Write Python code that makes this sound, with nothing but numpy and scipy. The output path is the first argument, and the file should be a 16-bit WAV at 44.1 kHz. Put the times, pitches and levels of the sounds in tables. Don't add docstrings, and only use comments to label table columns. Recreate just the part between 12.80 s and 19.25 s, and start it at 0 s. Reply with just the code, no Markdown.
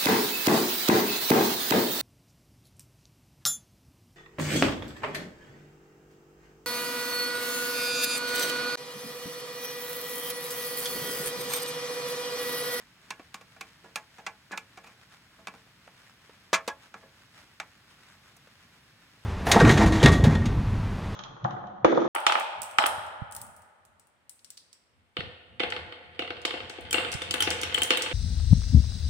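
import sys
import numpy as np
from scipy import signal
from scipy.fft import rfft, irfft, next_fast_len
from scipy.io import wavfile
from scipy.ndimage import uniform_filter1d, map_coordinates

SR = 44100
rng = np.random.default_rng(int(sys.argv[2]) if len(sys.argv) > 2 else 0)


def wav_out(sig):
    wavfile.write(sys.argv[1], SR, np.round(np.clip(np.atleast_2d(sig).T, -1, 1) * 32767).astype(np.int16))


N = 284445

# t/s, slip/s, nominal strength/dB,
# hardness/dB (about 0 bare steel, below -10 cushioned by food), favoured f/Hz at the contact point, place (0
CONTACTS = [(.3048, .003, -44.5, -1, 1000, 0.2), (.3946, 0.0033, -59, -12, 685, 0),
            (.543, 0.0017, -50, 2.5, 1050, 0.18), (.61, .0057, -61.5, -2, 1140, 0),
            (.7637, 0.0087, -64.5, -6, 1700, 0.056), (.8092, 0.0033, -49, 1.5, 2220, 0.036),
            (1.0393, 0.028, -61, -7, 392, 0.51), (1.1578, 0.0015, -44, 5, 2220, 0.27),
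            (1.382, .017, -57, -7, 704, 0.41), (1.4645, 0.0063, -42, -5.5, 776, 0.12),
            (1.7095, 0.0017, -56.5, -18, 350, 0.64), (1.716, .0064, -53, 0, 2370, 0),
            (1.727, 0.021, -44, -22, 1710, 0.4), (1.775, 0.0019, -45.5, 1, 2250, 0),
            (1.9732, 0.014, -56, -4.5, 523, 0.25), (2.038, 0.03, -60, -1.5, 2420, 0.032),
            (2.0677, 0.026, -61, 0, 2460, 0), (2.584, 0.029, -67.5, -3, 220, 0.65),
            (2.671, .002, -47.5, -2, 2470, .1), (2.6815, 0.0012, -53.5, -4, 930, 0.47),
            (2.7385, .003, -62, -5.5, 1020, 0), (2.7495, .003, -66, -3, 1100, .2),
            (3.075, .0017, -62, -12, 620, 0.097), (3.7301, 0.0059, -32.5, -2.5, 1100, 1),
            (3.7379, 0.012, -32, -1.5, 1860, 0.15), (3.877, 0.0066, -44, 2.5, 970, 1),
            (3.8845, 0.0029, -43.5, -6.5, 940, 0.64), (4.1413, 0.0025, -51.5, -12.5, 1360, 0.39),
            (4.227, 0.014, -64, -22, 540, 0.47), (4.7998, 0.00029, -44.5, -4.5, 1970, 0),
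            (5.566, 0.0037, -79.5, 16, 5800, 0)]
# t/s, length/s, level/dB
SQUEAKS = [(1.164, 0.01, -36), (1.722, 0.011, -35.5), (3.895, 0.024, -37)]
# f/Hz, relative level struck near the rim/dB, in the middle/dB, t60/s
PLATE_MODES = [(179.3, -3.5, -7.5, 0.17), (456.5, -8, -11.5, 0.28), (548, -21, -8, 0.32),
               (650, -18.5, -5, 0.3), (779.6, 3.5, -7, 0.065), (855, -9.5, -5.5, .22), (949, -9, 2, 0.077),
               (1085, -9, -4.5, 0.17), (1128, 0.5, -4, 0.07), (1360, -24, -15, 0.22),
               (1574, -20, -19, 0.13), (1690, -3.5, 6.5, 0.14), (2080, -6.5, -1, 0.11),
               (2285, 2, -4, 0.069), (2324, -3, -15, 0.14), (2401, 3.5, -3, 0.063), (2520, -7.5, -5, 0.039),
               (2670, 4.5, -15, 0.049), (3380, -29, -4, 0.15), (3570, 11.5, -7, 0.023),
               (4750, -4, -10, 0.055), (4970, -18, 6, 0.082), (5870, -28, 3, 0.081), (7020, 3, -3, 0.05),
               (6800, -14, -14, 0.076)]
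# f/Hz, t60/s
CROWD_T60 = [(200, 0.29), (900, 0.2), (2200, 0.16), (4000, 0.1), (7000, .11), (14000, 0.094)]
# f/Hz, gain/dB
RADIATION = [(40, -19), (130, -26), (200, 4.5), (320, -1), (500, -2.5), (1050, 9.5), (1950, 7), (2550, 8),
             (2950, -0.5), (3650, 2), (4700, -1), (6300, -0.5), (8500, -9), (16000, -19)]
# f/Hz, side gain/dB
PLATE_WIDTH = [(100, -19), (380, -17), (700, -15), (1300, -10.5), (2400, -10), (4400, -7), (8000, -15.5),
               (15000, -15)]
# low f/Hz, high f/Hz
REGISTERS = [(30, 620), (620, 1400), (1400, 2900), (2900, 8500), (8500, 18000)]
# level relative to FIRM_DB/dB, one per register
FIRM_TAP_DB = [-10, -0.85, .7, -0.5, -14]
# dB per dB, one per register
FORCE_GROWTH = [0.39, 0.89, 1.14, 1.19, 0.91]
# dB per dB, one per register
HARDNESS_GROWTH = [0, 0.11, 0, 0.75, 1.4]
# level/dB, one per register
MIDDLE_DB = [8, 5.5, -5, -1, 1.5]
# t/s, level before the high-pass/dB, f/Hz
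KNOCKS = [(0.3964, -36, 282), (2.865, -48.5, 317), (3.495, -41, 497), (3.7298, -14.5, 516),
          (3.8778, -26, 457), (3.882, -24, 533), (4.06, -50, 350), (4.635, -47.5, 340),
          (5.6723, -44.5, 570), (6.372, -51, 190)]
# t at the height/s, half length/s, level/dB
SWISHES = [(2.334, 0.18, -69.5), (3.096, .1, -68), (3.547, 0.019, -58.5), (4.06, 0.037, -58),
           (4.598, 0.054, -57), (4.873, 0.045, -62), (5.284, 0.13, -57)]
# f/Hz, relative density/dB per Hz
CLOTH = [(150, -15), (500, 1.5), (1500, 9.5), (2600, 4), (4500, -4), (7500, -4.5), (16000, -20.5)]
# f/Hz, relative density/dB per Hz
HUSH = [(12, -24), (22, -44), (45, -8.5), (85, -0.5), (130, 0.5), (200, -3), (300, -8), (450, -14),
        (700, -14), (1100, -12), (1700, -9.5), (2500, -13), (5500, -21.5), (16000, -31.5)]
# f/Hz, side gain/dB
HUSH_WIDTH = [(60, -16), (130, -20), (300, -8), (1400, -7.5), (3500, 2), (5500, 4), (8000, -19),
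              (15000, -50)]

FIRM_DB = -45
THUD_LIMIT_DB = 6.5
BLOW_S = 0.05
SQUEAK_HZ = 1666
STIR_DB = -64
CEILING, TOP_HZ = 0.3, 16100


def contacts(modes_db, crowd_db, stiff_hz):
    size = 16384
    t, hz = np.arange(size) / SR, np.fft.rfftfreq(size, 1 / SR)
    bands = [signal.butter(4, edges, "band", fs=SR, output="sos") for edges in REGISTERS]
    mid_side = np.array([np.ones_like(hz), causal(along(PLATE_WIDTH, hz))])
    colour = causal(along(RADIATION, hz)) * mid_side
    stiff = (1j * hz / (1j * hz + stiff_hz)) ** 2
    out = np.zeros((2, N))
    for s, slip_s, strength_db, hardness_db, spot_hz, place in CONTACTS:
        blur = clack(t, snap_db=6, snap_t60_s=0.02, rattle_t60_s=0.02) + amp(crowd_db) * plate_crowd(t)
        force = blade_force(t, slip_s, drag=23.6, grit_db=6)
        answer = stiff * rfft(blur) * rfft(force)
        modes = plate_modes(t, place, slip_s, scatter_db=2.5)
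        answer = answer + amp(modes_db) * rfft(modes)
        spot = 1 + 1.15 / (1 + 4j * (hz / spot_hz - spot_hz / (hz + 1)))
        sound = irfft(answer * colour * spot)
        levels_db = register_levels(strength_db, hardness_db, place)
        for band, db in zip(bands, levels_db):
            part = signal.sosfilt(band, sound)
            add(out, s, amp(db) * part * np.sqrt(BLOW_S * SR) / np.linalg.norm(part[0]))
    return left_right(out)


def blade_force(t, slip_s, drag, grit_db):
    knots_s = np.arange(200) / 350
    catches = amp(grit_db * np.interp(t, knots_s, rng.standard_normal(200)))
    friction = rng.standard_normal(len(t)) ** 3 * catches * np.exp(-(t / slip_s) ** 2)
    touch = t == 0
    return evened(touch + drag * np.sqrt(slip_s) * friction / np.linalg.norm(friction), bins=160)


def clack(t, snap_db, snap_t60_s, rattle_t60_s):
    fade = amp(snap_db - 60 * t / snap_t60_s) + amp(-60 * t / rattle_t60_s)
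    return np.array([evened(fade * noise, bins=200) for noise in rng.standard_normal((2, len(t)))])


def plate_crowd(t):
    f, age_s, cells = signal.stft(rng.standard_normal((2, len(t))), SR, nperseg=256)
    t60_s = along(CROWD_T60, f)[:, None]
    crowd = signal.istft(cells * amp(-60 * age_s / t60_s), SR, nperseg=256)[1][:, :len(t)]
    return crowd / np.linalg.norm(crowd[0])


def plate_modes(t, place, slip_s, scatter_db):
    hz, rim_db, middle_db, t60_s = np.transpose(PLATE_MODES)[:, :, None]
    place = np.clip(place, 0, 1)
    chance_db = scatter_db * np.sqrt(hz / hz.mean()) * rng.standard_normal(hz.shape)
    db = (1 - place) * rim_db + place * middle_db + chance_db
    ringing = amp(db - 60 * t / t60_s) * np.exp(2j * np.pi * hz * t)
    phase = np.exp(2j * np.pi * rng.random((2, len(PLATE_MODES))))
    build = 1 - np.exp(-2 * t / slip_s)
    modes = (phase @ ringing).real * build
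    return modes / np.linalg.norm(modes[0])


def register_levels(strength_db, hardness_db, place):
    force_db = (strength_db - FIRM_DB) * np.array(FORCE_GROWTH)
    edge_db = hardness_db * np.array(HARDNESS_GROWTH)
    place_db = np.clip(place, 0, 1) * np.array(MIDDLE_DB)
    db = FIRM_DB + np.array(FIRM_TAP_DB) + force_db + edge_db + place_db
    db[0] = min(db[0], strength_db + THUD_LIMIT_DB)
    return db


def squeaks(waver, release_t60_s):
    t = np.arange(SR // 5) / SR
    out = np.zeros(N)
    for s, length_s, db in SQUEAKS:
        hz = SQUEAK_HZ * (1 + waver * wobble(226)[:len(t)])
        phase = 2 * np.pi * np.cumsum(hz) / SR
        attack = np.minimum(2 * t / length_s, 1)
        release = amp(-60 * np.maximum(t - length_s, 0) / release_t60_s)
        add(out, s, amp(db) * attack * release * np.sin(phase))
    return out


def knocks(tone_t60_s, puff_gain, puff_t60_s, low_hz):
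    t = np.arange(SR // 8) / SR
    out = np.zeros(N)
    for s, db, hz in KNOCKS:
        band = signal.butter(2, [hz / 2, 4 * hz], "band", fs=SR, output="sos")
        noise = unit_rms(signal.sosfilt(band, rng.standard_normal(len(t))))
        tone = np.sin(2 * np.pi * hz * t) * amp(-60 * t / tone_t60_s)
        puff = puff_gain * noise * amp(-60 * t / puff_t60_s)
        add(out, s, amp(db) * (tone + puff))
    return signal.sosfilt(signal.butter(3, low_hz, "high", fs=SR, output="sos"), out)


def sleeves(grain_db, flutter_db):
    t = np.arange(N) / SR
    swells = sum(amp(db) ** 2 * np.exp(-((t - s) / half_s) ** 2) for s, half_s, db in SWISHES)
    power = amp(STIR_DB) ** 2 + swells
    grain = unit_rms(amp(flutter_db * wobble(18) + grain_db * wobble(900)))
    return np.sqrt(power) * grain * rush(CLOTH, HUSH_WIDTH)


def air():
    return amp(-60.5 + 0.25 * wobble(3.09)) * rush(HUSH, HUSH_WIDTH)


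def rush(spectrum, width):
    def response(hz):
        return amp(along(spectrum, hz)) * np.array([np.ones_like(hz), amp(along(width, hz))])
    pair = filtered(rng.standard_normal((2, N)), response)
    return unit_rms(left_right(pair))


def evened(x, bins):
    power = np.abs(rfft(x)) ** 2
    smooth = np.abs(uniform_filter1d(power, bins)) + 1e-6 * power.mean()
    burst = irfft(rfft(x) * causal(-10 * np.log10(smooth)))
    return burst / np.linalg.norm(burst)


def causal(db):
    cepstrum = irfft(np.log(amp(db)))
    half = len(cepstrum) // 2
    cepstrum[1:half] *= 2
    cepstrum[half + 1:] = 0
    return np.exp(rfft(cepstrum))


def filtered(x, response):
    n = x.shape[-1]
    m = next_fast_len(n + 4096)
    return irfft(rfft(x, m) * response(np.fft.rfftfreq(m, 1 / SR)), m)[..., :n]


def wobble(rate_hz):
    knots = rng.standard_normal(int(N * rate_hz / SR) + 4)
    return map_coordinates(knots, [np.arange(N) * rate_hz / SR])


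def along(points, hz):
    f, v = np.transpose(points)
    return np.interp(np.log(hz + 1), np.log(f + 1), v)


def amp(db):
    return 10 ** (np.asarray(db) / 20)


def unit_rms(x):
    return x / np.sqrt(np.mean(x ** 2) + 1e-20)


def add(track, s, sound):
    start = max(round(s * SR), 0)
    part = track[..., start:start + sound.shape[-1]]
    part += sound[..., :part.shape[-1]]


def left_right(pair):
    return np.array([pair[0] + pair[1], pair[0] - pair[1]])


def scene():
    plate = contacts(modes_db=-9.5, crowd_db=-7.0, stiff_hz=222) + squeaks(waver=0.019, release_t60_s=0.057)
    thumps = knocks(tone_t60_s=0.016, puff_gain=0.28, puff_t60_s=0.078, low_hz=184)
    pan = amp([[-0.7], [0.6]])
    return plate * pan + thumps + sleeves(grain_db=3.5, flutter_db=3.0) + air()


def record(dry):
    rounded = dry / (1 + (dry / CEILING) ** 6) ** (1 / 6)
    return filtered(rounded, lambda hz: 1 / np.sqrt(1 + (hz / TOP_HZ) ** 120))


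dry = scene()
out = record(dry)
wav_out(out)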